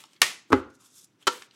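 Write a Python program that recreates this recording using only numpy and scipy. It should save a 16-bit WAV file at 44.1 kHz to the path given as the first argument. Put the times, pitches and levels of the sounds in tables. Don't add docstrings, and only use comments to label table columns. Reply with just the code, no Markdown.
import sys
import numpy as np
from scipy import signal
from scipy.fft import rfft, irfft
from scipy.io import wavfile
from scipy.ndimage import uniform_filter1d

SR = 44100
rng = np.random.default_rng(int(sys.argv[2]) if len(sys.argv) > 2 else 0)


def wav_out(sig):
    wavfile.write(sys.argv[1], SR, np.round(np.clip(np.atleast_2d(sig).T, -1, 1) * 32767).astype(np.int16))


N = 68355
TIME = np.arange(N) / SR

# start in seconds, strength in dB, softness in ms.
SNAP_PULSES = [(.2158, -8.5, .12), (.2177, 13, .008), (.2189, 18, .03), (.2204, 13.5, .055),
               (.2215, 5.5, .07), (.2266, 7.5, .12)]
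# frequency in Hz, relative level in dB.
SNAP_SPECTRUM = [(40, -37.5), (130, -27.5), (300, -16), (600, -16), (1300, -6.5), (1600, -9.5), (2000, 0),
                 (4000, -2.5), (6500, -3.5), (9300, -6), (10500, -3), (13000, -12), (16000, -18.5)]
# frequency in Hz, relative level in dB, t60 in seconds.
SNAP_RING = [(1144, -19.5, 0.032), (1853, -15.5, 0.18), (2090, -15, .08), (2405, -17.5, .05),
             (2730, -17, .05), (4047, -22, .05)]
def snap():
    return blow(SNAP_PULSES, SNAP_SPECTRUM, SNAP_RING, damp_t60=.014, ring_db=-4.5, wet_db=-10)


# start in seconds, strength in dB, contact softness in ms.
THUD_CONTACTS = [(.5045, -6, .28), (.5105, -3.5, 0.26), (.5192, 0, .15), (.5222, 8.5, 0.12),
                 (.5238, -6, 0.0088), (.5288, 10.5, 0.048), (.5302, 14, 0.066), (.5326, 9, 0.21)]
# frequency in Hz, relative level in dB.
THUD_SPECTRUM = [(35, -12), (90, -7), (160, -20.5), (280, 3), (400, -1.5), (620, -10), (850, -7.5),
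                 (1400, 4), (1750, -10), (3200, -13.5), (6000, -18), (10000, -19.5), (16000, -37.5)]
# frequency in Hz, relative level in dB, t60 in seconds.
TABLE_RING = [(67.5, -24.5, .4), (93.7, -18.5, 0.21), (266, -10, 0.2), (283, -15, 0.078), (336, -8, 0.11),
              (390.4, -8, 0.23), (522, -21, .3), (831, -11, .1), (1194, -26, .07), (1290, -17, .06),
              (1580, -21, .05), (2030, -22, .12)]
def thud():
    return blow(THUD_CONTACTS, THUD_SPECTRUM, TABLE_RING, damp_t60=.018, ring_db=.5, wet_db=-14)


# start in seconds, strength in dB, contact softness in ms.
CLACK_CONTACTS = [(1.2694, -2, 0.019), (1.2708, 1.5, 0.013), (1.2733, 2, 0.013), (1.2770, 7, 0.02),
                  (1.2799, 4, 0.023)]
# frequency in Hz, relative level in dB.
CLACK_SPECTRUM = [(40, -26), (180, -12), (420, 4), (700, -9), (1000, 3.5), (1400, 2), (1900, -4),
                  (3200, -2.5), (5500, -4), (8000, -6), (11000, -13.5), (16000, -17.5)]
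# frequency in Hz, relative level in dB, t60 in seconds.
CLACK_RING = [(416, -22.5, 0.014), (492, -18, 0.22), (949, -17, 0.2), (1240, -23, .08), (1339, -8.5, 0.078),
              (1381, -13, 0.17), (1787, -12, 0.085), (3060, -7, 0.032), (4050, -20, 0.045)]
def clack():
    return blow(CLACK_CONTACTS, CLACK_SPECTRUM, CLACK_RING, damp_t60=.0215, ring_db=-.5, wet_db=-13.5)


def blow(pulses, spectrum, modes, damp_t60, ring_db, wet_db):
    out, t = np.zeros(N), TIME[:SR // 2]
    partials = (amp(db) * unit(np.cos(2 * np.pi * hz * t) * fade(t, t60)) for hz, db, t60 in modes)
    ring = amp(ring_db) * sum(partials)
    body = colour(signal.unit_impulse(len(t)), spectrum)
    for start, db, soft_ms in pulses:
        progress = (TIME[:256] + .5 / SR) * 1000 / soft_ms
        push = progress * np.exp(-progress)
        direct = through(body, shudder(damp_t60)) + ring
        reverb = amp(wet_db) * room(body + .37 * ring)
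        add(out, start, amp(db) * through(direct + reverb, push / push.sum()))
    return out


def shudder(t60):
    decay = fade(TIME[:4096], t60)
    vibration = rng.standard_normal(len(decay)) * decay
    for _ in range(4):
        bins = rfft(vibration)
        vibration = irfft(bins / (abs(bins) + 1e-9)) * decay ** .25
    return unit(vibration)


# start in seconds, level in dB, centre in Hz, width in octaves,
# nominal t60 in seconds.
FINGER_TICKS = [(.038, -25.5, 1115, 0.48, 0.038), (.038, -23.5, 3300, 0.94, 0.015),
                (.054, -35, 5800, 0.27, 0.024), (0.1325, -33.5, 5500, 1.8, 0.018),
                (0.162, -34, 2870, 0.75, 0.034), (0.5006, -30, 7800, 1.5, 0.061),
                (0.7004, -38, 7600, 1, 0.043), (1.0434, -27, 8900, 0.53, 0.034),
                (1.2251, -31, 3103, 0.083, 0.021), (1.42, -20.5, 3370, 1.07, 0.0315),
                (1.42, -25, 1210, 0.28, 0.038), (1.5098, -31.5, 3670, .45, 0.017)]
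def ticks(rise_s=.0025, top_hz=11600):
    out = np.zeros(N)
    for start, db, centre, octaves, t60 in FINGER_TICKS:
        def band_db(hz):
            detune = np.log2((hz + 1) / centre) / octaves
            return -20 * np.log10((1 + detune ** 2) * (1 + (hz / top_hz) ** 4))
        catch = shudder(t60)
        catch *= 1 - np.exp(-TIME[:len(catch)] / rise_s)
        add(out, start, amp(db) * unit(through(catch, click(band_db))))
    return out + amp(-12.5) * room(out)


# time in seconds, level in dB.
SLIDE_STROKE = [(.72, -81.5), (.75, -60.5), (.783, -78), (.808, -59.5), (.83, -63), (.86, -56), (.893, -65),
                (.94, -59.5), (.985, -51.5), (1.005, -57), (1.042, -56.5), (1.053, -87), (1.1, -98)]
# frequency in Hz, relative level in dB.
SLIDE_SPECTRUM = [(500, -40.5), (900, -20.5), (1450, -11.5), (1700, -19.5), (2400, -15), (2800, -10.5),
                  (3100, -9.5), (3550, 0), (4100, -7.5), (5200, -1), (7200, 1), (9000, -1.5), (12500, -6),
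                  (16000, -18.5)]
def card_slide():
    return friction(SLIDE_STROKE, SLIDE_SPECTRUM)


# time in seconds, level in dB.
RUB_STROKE = [(0, -48), (.03, -58), (.055, -63), (.095, -65.5), (.115, -65.5), (.15, -64), (.2, -73.5),
              (.46, -76.5), (.53, -57), (.6, -59.5), (.64, -83), (1.18, -82), (1.205, -65), (1.23, -58.5),
              (1.26, -77), (1.33, -46.5), (1.41, -55.5), (1.46, -61.5), (1.495, -81.5), (1.55, -59)]
# frequency in Hz, relative level in dB.
RUB_SPECTRUM = [(200, -7.5), (700, -5.5), (1100, -4), (1800, -3), (3200, 2), (5000, -6.5), (8000, -3.5),
                (12000, -8.5), (16000, -15)]
def deck_rub():
    return friction(RUB_STROKE, RUB_SPECTRUM)


# time in seconds, level in dB.
DRAG_STROKE = [(.76, -84.5), (.81, -68), (.85, -67.5), (.9, -79), (1, -78.5), (1.06, -100)]
# frequency in Hz, relative level in dB.
DRAG_SPECTRUM = [(300, -23), (700, -14), (1080, -2), (1400, 0.5), (1800, -16.5), (2800, -6.5),
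                 (4000, -22.5), (16000, -43.5)]
def case_drag():
    return friction(DRAG_STROKE, DRAG_SPECTRUM)


def friction(stroke, spectrum, slips_per_s=10000):
    slips = rng.standard_normal(N) * (rng.random(N) < slips_per_s / SR)
    slips *= amp(-2 * np.minimum(rng.exponential(1, N), 4))
    pressure = amp(np.interp(TIME, *np.transpose(stroke)))
    direct = unit(colour(slips, spectrum)) * np.sqrt(N) * pressure
    return direct + amp(-15.5) * room(direct)


# delay in seconds, spread in seconds, level in dB,
# treble cutoff in Hz.
NEAR_ECHOES = [(.003, 0.0058, -1.5, 8997), (.009, 0.0064, 2.5, 4906)]
# frequency in Hz, t60 in seconds.
TAIL_DECAY = [(70, .42), (250, .37), (600, .36), (1400, .365), (3000, .33), (7000, .33), (11000, .3),
              (16000, .3)]
# frequency in Hz, relative level in dB.
TAIL_SPECTRUM = [(45, 8), (100, 4), (180, 5), (330, 1), (600, 0.5), (1100, -1), (2500, -1), (7000, 1.5),
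                 (16000, -4)]
def room(x, tail_gap_s=.006):
    t = TIME[:SR // 2]
    hz, times, bands = signal.stft(rng.standard_normal(len(t)), SR, nperseg=512)
    bands = bands * fade(times, read(TAIL_DECAY, hz)[:, None]) * amp(read(TAIL_SPECTRUM, hz))[:, None]
    tail = signal.istft(bands, SR, nperseg=512)[1][:len(t)]
    response = unit(tail * (t > tail_gap_s))
    for delay, spread, db, top_hz in NEAR_ECHOES:
        cluster = unit(rng.standard_normal(2048) * np.exp(-t[:2048] / spread))
        add(response, delay, amp(db) * signal.lfilter(*signal.butter(1, top_hz, fs=SR), cluster))
    return through(x, response)


# frequency in Hz, relative level in dB.
AIR_SPECTRUM = [(25, -12.5), (55, -5.5), (110, 6), (180, 0.5), (310, 3.5), (450, -7), (700, -13),
                (1300, -11), (2500, -14.5), (6000, -15), (16000, -24.5)]
def air(level_db=-67):
    return amp(level_db) * np.sqrt(N) * unit(colour(rng.standard_normal(N), AIR_SPECTRUM))


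def amp(db):
    return 10 ** (np.asarray(db) / 20)


def unit(x):
    return x / np.sqrt(np.sum(x ** 2) + 1e-20)


def fade(t, t60):
    return np.exp(-np.log(1000) * t / t60)


def read(points, hz):
    knots_hz, values = np.transpose(points)
    return np.interp(np.log(hz + 1), np.log(knots_hz + 1), values)


def add(mix, start_s, sound):
    part = mix[round(start_s * SR):][:len(sound)]
    part += sound[:len(part)]


def through(x, response):
    return signal.fftconvolve(x, response)[:len(x)]


def click(db_at, size=4096):
    hz = abs(np.fft.fftfreq(size, 1 / SR))
    log_gain = np.log(amp(db_at(hz)) + 1e-5)
    minimum_phase = np.exp(np.conj(signal.hilbert(log_gain)))
    return unit(np.fft.ifft(minimum_phase).real[:size // 2])


def colour(x, spectrum):
    return through(x, click(lambda hz: read(spectrum, hz)))


# frequency in Hz, threshold in dB per Hz.
GATE_THRESHOLD = [(40, -82.5), (75, -81.5), (120, -108), (1000, -122), (3000, -114), (6500, -110),
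                  (9000, -106), (16000, -109)]
def suppress(x, depth_db=10.5, knee_db=3):
    frames = dict(fs=SR, nperseg=1024, noverlap=768, scaling="psd")
    hz, _, bands = signal.stft(x, **frames)
    power = uniform_filter1d(2 * abs(bands) ** 2, size=3, axis=-1)
    power = np.where(hz[:, None] > 500, uniform_filter1d(power, size=21, axis=-2), power)
    under_db = read(GATE_THRESHOLD, hz)[:, None] - 10 * np.log10(abs(power) + 1e-20)
    closed = (1 + np.tanh(under_db / knee_db / 2)) / 2
    return signal.istft(bands * amp(-depth_db * closed), **frames)[1][:, :N]


def scene():
    blows = snap() + thud() + clack()
    rustle = card_slide() + deck_rub() + case_drag()
    return (blows + ticks() + rustle + air())[None]


def record(dry, low_cut_hz=90, ceiling=.85, top_hz=16100):
    low_cut = signal.butter(2, low_cut_hz, "high", fs=SR, output="sos")
    gated = suppress(signal.sosfilt(low_cut, dry))
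    rounded = gated / (1 + (gated / ceiling) ** 6) ** (1 / 6)
    band_limit = signal.firwin(511, top_hz, window=("kaiser", 9), fs=SR)
    return signal.oaconvolve(rounded, band_limit[None], "same")


dry = scene()
out = record(dry)
wav_out(out)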